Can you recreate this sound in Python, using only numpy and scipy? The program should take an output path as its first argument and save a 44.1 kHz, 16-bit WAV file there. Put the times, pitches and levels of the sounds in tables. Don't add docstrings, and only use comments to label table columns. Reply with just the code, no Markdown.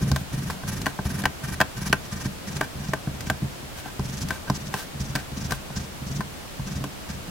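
import sys
import numpy as np
from scipy import signal
from scipy.fft import rfft, irfft, next_fast_len
from scipy.io import wavfile
from scipy.ndimage import uniform_filter1d

SR = 44100
rng = np.random.default_rng(int(sys.argv[2]) if len(sys.argv) > 2 else 0)


def to_wav(sig):
    pcm = np.clip(np.atleast_2d(sig), -1, 1) * 32767
    pcm = np.round(pcm).astype(np.int16)
    wavfile.write(sys.argv[1], SR, pcm.T)


N = 321930
TIME_S = np.arange(N) / SR
AGE_S = np.arange(SR // 4) / SR

# (first pass [s], time per pass [s], passes [count], scratch [dB], change per pass [dB],
#                   sheen [dB re scratch], rasp [dB re scratch], table rumble [dB])
MARKS = [(.029, 0.058, 2, -41, 2.5, -4, -1.5, -22.5), (.341, 0.046, 4, -43.5, 0, -2, 1.5, -27.5),
         (.689, 0.043, 4, -37.5, -1.4, -2, -0.5, -28.5), (1.064, 0.044, 4, -41, 1, 1, 3.5, -28),
         (1.447, .044, 3, -39.5, 0, -0.5, 4.5, -30.5), (1.780, 0.046, 3, -41.5, 3, -4, 0, -30.5),
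         (2.056, .045, 1, -46, 0, -8, 0.5, -45), (2.130, 0.043, 4, -41.5, 1.1, -7, 0.5, -33.5),
         (2.484, 0.041, 3, -40.5, 1.5, -8, -2, -31), (2.806, .041, 3, -46.5, 2.5, -10, -1, -33),
         (3.152, 0.062, 3, -52, 4, -13, -2, -36.5), (4.055, .042, 5, -41.5, 1.4, -9, -10, -33.5),
         (4.559, .057, 3, -38, -3, -15, -10, -35), (5.013, 0.044, 3, -40, -2.7, -12, -8, -32),
         (5.379, 0.039, 3, -40, -.8, -15.5, -7, -31.5), (5.772, 0.036, 3, -38.5, -4.5, -20, -6.5, -34),
         (6.079, 0.043, 3, -40, 0.5, -15, -13, -29.5), (6.677, 0.045, 3, -38.5, -2, -12.5, -4, -29.5),
         (7.103, 0.041, 2, -41.5, -3, -12, -0.5, -34)]


def tip_passes(return_db=-2, spread_db=1.87, jolt_re_rumble_db=-2.5):
    rows = []  # (time [s], scratch [dB], sheen [dB re scratch], rasp [dB re scratch], jolt [dB])
    for start_s, pace_s, count, scratch_db, change_db, sheen_db, rasp_db, rumble_db in MARKS:
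        for k in range(count):
            push_db = return_db * (k % 2) + spread_db * rng.standard_normal()
            pass_db = scratch_db + k * change_db + push_db
            jolt_db = rumble_db + jolt_re_rumble_db + push_db
            rows.append((start_s + k * pace_s, pass_db, sheen_db, rasp_db, jolt_db))
    return np.array(rows)


# (frequency [Hz], relative density [dB])
SCRATCH_SPECTRUM = [(1200, -12), (2500, -6.5), (4300, -1.5), (5300, 2.5), (5900, 4.5), (6700, 0.5),
                    (7800, -3), (9000, -12), (12500, -24), (16000, -14)]
SHEEN_SPECTRUM = [(7000, -12), (9300, -5.5), (10200, 1.5), (11300, -2), (12600, -6), (16000, -15.5)]
RASP_SPECTRUM = [(300, -11), (700, -6), (1200, 5), (1550, -0.5), (1900, 6.5), (2400, 5), (4500, 0),
                 (7000, 2)]
# (frequency [Hz], left-right correlation [ratio])
CONTACT_CORRELATION = [(300, 0.97), (1600, 0.73), (3000, 0.21), (6000, 0.35), (12000, 0.25)]


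def scribbling(passes, half_pass_s=0.012):
    times_s, scratch_db, sheen_db, rasp_db, _ = passes.T
    half_s = np.full(len(passes), half_pass_s)
    rasp = swells(times_s, half_s, scratch_db + rasp_db) * backing_rasp(RASP_SPECTRUM)
    scratch = swells(times_s, half_s, scratch_db) * friction(SCRATCH_SPECTRUM)
    sheen = swells(times_s, half_s, scratch_db + sheen_db) * friction(SHEEN_SPECTRUM)
    return scratch + sheen + rasp


def friction(spectrum, slips_per_s=9000, spread_db=2.1):
    caught = rng.random((2, N)) < slips_per_s / SR
    slips = caught * rng.standard_normal((2, N)) * amp(spread_db * rng.standard_normal((2, N)))
    return coloured(slips, spectrum, CONTACT_CORRELATION)


# (frequency [Hz], base width [Hz], relative level [dB])
BACKING_MODES = [(282.5, 16.8, -2.5), (405, 30, -10), (506, 33, -13), (637, 33.5, -6.5), (752, 38, -5),
                 (870, 48, -6.5), (1031, 69, -2.5), (1044.4, 78, -7.5), (1176, 61, -10.5),
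                 (1372, 29, -11.5), (1475, 58, -10), (1553, 50, 0.5), (1643, 80, -7.5), (1770, 92, -8),
                 (1863, 137, -8.5), (1940, 54, -20), (2274, 54, -13.5), (2427, 110, -17.5), (2620, 29, -15),
                 (2924, 93, -15), (3254, 61, -16), (4420, 210, -23), (4900, 140, -18), (5900, 220, -19.5),
                 (6470, 130, -29), (7000, 140, -28)]


def backing_rasp(spectrum):
    return resonate(friction(spectrum), BACKING_MODES)


# (frequency [Hz], base width [Hz], relative level [dB])
TABLE_MODES = [(48.7, 9, -11), (76.2, 10.3, -2), (136.4, 14.7, 1), (191.6, 17.5, -2.5), (219.6, 39.3, -10),
               (291, 26.5, -15.5), (385, 26, -21)]


def jolts(passes, lead_s=0.0091):
    track = np.zeros((2, N))
    for time_s, *_, jolt_db in passes:
        bump = ring(TABLE_MODES, apart_db=0, damping=0.96, soft_hz=600, span_s=0.023)
        add(track, time_s - lead_s, amp(jolt_db) * bump)
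    return track


def rumble(slips_per_s=85, spread_db=2.5, noise_db=-9.5):
    times_s = np.cumsum(rng.gamma(2, 1 / 2, size=1500)) / slips_per_s
    times_s = times_s[times_s < TIME_S[-1]]
    slips = np.zeros(N)
    slips[(times_s * SR).astype(int)] = amp(spread_db * rng.standard_normal(len(times_s)))
    drive = unit(slips) + amp(noise_db) * rng.standard_normal(N)
    shake = resonate(drive, TABLE_MODES)
    local_power = np.abs(uniform_filter1d(shake ** 2, size=1800))
    shake /= np.sqrt(local_power + 0.05)
    return shake * hand_pressure()


def hand_pressure(lead_s=0.011, hold_s=0.035, drag_rel_db=-4, settle_rel_db=-14.5, resting_db=-52.5):
    drag, settling = np.zeros((2, N))
    for start_s, pace_s, count, *_, rumble_db in MARKS:
        end_s = start_s + (count - 1) * pace_s + hold_s
        press = held(start_s - lead_s, end_s, attack_s=0.0099, release_s=0.052)
        drag += amp(rumble_db + drag_rel_db) * press
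    for time_s, thud_db, *_ in LANDINGS:
        settling += amp(thud_db + settle_rel_db) * held(time_s, time_s, attack_s=0.0027, release_s=0.064)
    return np.sqrt(drag ** 2 + settling ** 2 + amp(resting_db) ** 2)


# (time [s], ring [dB], crack [dB re ring], thump [dB], ring tilt [dB/octave])
CLACKS = [(0.1609, -27, -0.5, -39, 0.5), (0.4998, -28, -6.5, -33, -1), (0.5055, -35, 2, -56, -1),
          (.8163, -47.5, 14.5, -46, -2), (0.8588, -28.5, -4, -36, 3), (0.865, -20, -9, -34, 0.5),
          (1.2188, -48, 11, -50, 0), (1.2372, -27.5, -8, -40, -1.5), (1.2548, -16, -9, -30.5, 1.5),
          (1.6029, -17, -8.5, -29.5, -1.5), (1.6125, -14.5, -7.5, -34, 2.5),
          (1.9272, -13.5, -7.5, -30, 1.5), (2.567, -46.5, 14, -49, -5), (2.6104, -20, -9, -29.5, -0.5),
          (2.9344, -20.5, -10, -35, -1.5), (3.2067, -46, 13.5, -46, -8), (3.2691, -43, 2, -32, 4),
          (3.2994, -19.5, -6.5, -25.5, 0), (4.286, -40.5, 7.5, -37.5, -3), (4.306, -23.5, -7.5, -32, 1.5),
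          (4.7401, -24, -7, -33, -.5), (5.1528, -26.5, 0, -27, -3.5), (5.158, -30, 3, -39, 1),
          (5.5082, -32, 3, -34, -1), (5.52, -24.5, -2.5, -28.5, -2), (6.2067, -28, -9, -40, -1.5),
          (6.8397, -28.5, -6, -38, -4)]
# (frequency [Hz], relative density [dB])
CRACK_SPECTRUM = [(300, -5.5), (1500, -3.5), (3000, -2.5), (4800, -2.5), (7000, -6), (9500, -9),
                  (16000, -12)]


def clacks():
    track = np.zeros((2, N))
    for time_s, ring_db, crack_db, thump_db, tilt_db in CLACKS:
        softness_db = np.clip(-crack_db - 3.5, 0, 8)
        reach_hz = 9500 * amp(-1.6 * softness_db)
        modes = [(hz, width_hz, db + tilt_db * np.log2(hz / 1500)) for hz, width_hz, db in BACKING_MODES]
        backing = ring(modes, apart_db=3, damping=0.93, soft_hz=reach_hz, span_s=0.01)
        thump = ring(TABLE_MODES, apart_db=1.5, damping=1, soft_hz=900, span_s=0.023)
        snap = amp(crack_db) * crack(CRACK_SPECTRUM, t60_s=0.031)
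        add(track, time_s, amp(ring_db) * (backing + snap) + amp(thump_db) * thump)
    return track * amp([[0.5], [-0.5]])


# (time [s], thud [dB], tap [dB], tick [dB])
LANDINGS = [(0.026, -27.5, -46, -46), (.1154, -18.5, -26.5, -27), (.21, -34.5, -52, -56),
            (.635, -32.5, -32.5, -53), (.989, -28, -25.5, -49), (1.053, -24, -40, -41),
            (1.896, -27, -49, -40), (2.257, -24.5, -54, -41), (2.755, -32.5, -54, -56),
            (2.885, -29.5, -50, -47), (3.073, -25, -35.5, -56), (3.421, -23.5, -43, -53),
            (3.445, -31, -53, -57), (3.63, -39, -55, -58), (3.857, -45, -38, -53),
            (3.994, -23.5, -33.5, -40), (4.23, -28.5, -52, -55), (4.25, -28.5, -54, -55),
            (4.4782, -37, -40, -52), (4.4989, -21, -19.5, -29), (4.95, -33, -55, -55),
            (5.001, -27.5, -58, -48), (5.318, -32, -55, -53), (5.7, -36.5, -44, -53),
            (5.762, -27, -45, -40), (6.017, -32.5, -51, -55), (6.189, -29, -55, -54),
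            (6.595, -26.5, -43, -53), (6.808, -31, -52, -50), (7.28, -36, -53, -52)]
# (frequency [Hz], relative density [dB])
TICK_SPECTRUM = [(1000, -21), (3500, -3.5), (5000, 2.5), (6500, -6), (9000, -11.5), (16000, -17)]


def landings():
    track = np.zeros((2, N))
    for time_s, thud_db, tap_db, tick_db in LANDINGS:
        thud = ring(TABLE_MODES, apart_db=0.5, damping=1.03, soft_hz=620, span_s=0.022)
        tap = ring(BACKING_MODES, apart_db=2, damping=1.2, soft_hz=1290, span_s=0.0024)
        tick = crack(TICK_SPECTRUM, t60_s=0.026)
        add(track, time_s, amp(thud_db) * thud + amp(tap_db) * tap + amp(tick_db) * tick)
    return track


def ring(modes, apart_db, damping, soft_hz, span_s):
    hz, width_hz, db = np.transpose(modes)
    spot_db = 2.5 * rng.standard_normal(len(hz))
    level_db = db + spot_db + apart_db * rng.standard_normal((2, len(hz)))
    gains = amp(level_db) * width_hz * (-1) ** np.arange(len(hz)) / (1 + (hz / soft_hz) ** 4)
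    lag_rad = 0.87 * rng.standard_normal((len(hz), 1))
    tones = np.sin(2 * np.pi * np.outer(hz, AGE_S) + lag_rad)
    decay = np.exp(-np.pi * damping * np.outer(width_hz, AGE_S))
    attack = 1 - np.exp(-AGE_S * soft_hz)
    return unit(gains @ (tones * decay) * attack, span_s)


def crack(spectrum, t60_s, attack_s=0.00035):
    burst = coloured(rng.standard_normal((2, len(AGE_S))), spectrum, CONTACT_CORRELATION)
    envelope = amp(-60 * AGE_S / t60_s) * (1 - np.exp(-AGE_S / attack_s))
    return unit(burst * envelope, span_s=0.0068)


# (centre [s], half length [s], swish [dB], rasp [dB])
BRUSHES = [(0.18, 0.035, -44, -50), (0.523, 0.028, -43.5, -52), (0.885, 0.021, -42, -41),
           (2.639, 0.012, -42, -35), (3.79, 0.021, -41, -47), (3.873, 0.022, -47, -42.5),
           (4.328, 0.041, -42, -43), (4.483, 0.009, -53, -36.5), (4.762, 0.03, -38.5, -41),
           (4.812, 0.027, -39, -44), (5.188, 0.026, -42.5, -39), (5.532, 0.03, -40, -42)]
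# (frequency [Hz], relative density [dB])
BRUSH_RUB_SPECTRUM = [(300, -11), (1100, -2), (1550, -2), (2100, -5), (7000, -6)]
SWISH_SPECTRUM = [(500, 2), (1600, 1), (3000, 4), (7000, 1), (15000, -3.5)]


def brushing():
    times_s, half_s, swish_db, rasp_db = np.transpose(BRUSHES)
    rasp = swells(times_s, half_s, rasp_db) * backing_rasp(BRUSH_RUB_SPECTRUM)
    swish = swells(times_s, half_s, swish_db) * friction(SWISH_SPECTRUM)
    return swish + rasp


# (frequency [Hz], T60 [s])
ROOM_DECAY = [(100, 0.16), (1000, 0.16), (4000, 0.14), (14000, 0.097)]


def room_reverb(direct, level_db=-17.5, build_s=0.0073):
    hz, age_s, bins = signal.stft(rng.standard_normal((2, SR // 3)), SR, nperseg=256)
    decay = amp(-60 * age_s / along(ROOM_DECAY, hz)[:, None])
    _, tail = signal.istft(bins * decay, SR, nperseg=256)
    tail *= 1 - np.exp(-np.arange(tail.shape[1]) / SR / build_s)
    tail /= np.linalg.norm(tail[0])
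    return amp(level_db) * signal.fftconvolve(direct.mean(axis=0)[None], tail, axes=1)[:, :N]


# (frequency [Hz], relative density [dB])
FLOOR_SPECTRUM = [(12, -34), (20, 2), (77, 3), (198, -0.5), (357, -2.5), (434, -4.5), (499, -4),
                  (660, -4.5), (849, -7), (1570, -9.5), (1960, -11.5), (2820, -12), (5230, -16),
                  (7310, -18), (16000, -24)]
# (frequency [Hz], left-right correlation [ratio])
FLOOR_CORRELATION = [(60, 0.36), (150, 0), (400, 0), (15000, 0)]


def noise_floor(level_db=-38):
    return amp(level_db) * coloured(rng.standard_normal((2, N)), FLOOR_SPECTRUM, FLOOR_CORRELATION)


def swells(centres_s, halves_s, levels_db):
    gain = np.zeros(N)
    for centre_s, half_s, db in zip(centres_s, halves_s, levels_db):
        near = slice(*np.searchsorted(TIME_S, [centre_s - 4 * half_s, centre_s + 4 * half_s]))
        gain[near] += amp(db) * np.exp(-np.abs((TIME_S[near] - centre_s) / half_s) ** 3 / 2)
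    return gain


def held(start_s, end_s, attack_s, release_s):
    gain = np.zeros(N)
    near = slice(*np.searchsorted(TIME_S, [start_s - 10 * attack_s, end_s + 10 * release_s]))
    early_s = np.maximum(start_s - TIME_S[near], 0)
    late_s = np.maximum(TIME_S[near] - end_s, 0)
    gain[near] = np.exp(-early_s / attack_s - late_s / release_s)
    return gain


def resonate(drive, modes):
    def response(hz):
        return sum((-1) ** k * amp(db) * 1j * hz * width_hz / (mode_hz ** 2 - hz ** 2 + 1j * hz * width_hz)
                   for k, (mode_hz, width_hz, db) in enumerate(modes))
    return unit(filtered(drive, response))


def coloured(pair, spectrum, correlation):
    def response(hz):
        angle = np.arccos(along(correlation, hz)) / 2
        return amp(along(spectrum, hz)) * np.array([np.cos(angle), np.sin(angle)])
    mid, side = filtered(pair, response)
    return unit(np.array([mid + side, mid - side]))


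def filtered(x, response):
    size = x.shape[-1]
    padded = next_fast_len(size + 8192)
    return irfft(rfft(x, padded) * response(np.fft.rfftfreq(padded, 1 / SR)), padded)[..., :size]


def along(points, hz):
    knots_hz, values = np.transpose(points)
    return np.interp(np.log(hz + 1), np.log(knots_hz + 1), values)


def unit(x, span_s=None):
    head = x if span_s is None else x[..., :round(span_s * SR)]
    return x / np.sqrt(np.mean(head ** 2) + 1e-20)


def amp(db):
    return 10 ** (np.asarray(db) / 20)


def add(track, time_s, sound):
    part = track[..., max(round(time_s * SR), 0):][..., :sound.shape[-1]]
    part += sound[..., :part.shape[-1]]


def scene():
    passes = tip_passes()
    direct = scribbling(passes) + jolts(passes) + brushing() + clacks() + landings()
    return direct + room_reverb(direct) + rumble() + noise_floor()


def record(dry):
    return filtered(dry, lambda hz: hz < 15900)


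dry = scene()
out = record(dry)
to_wav(out)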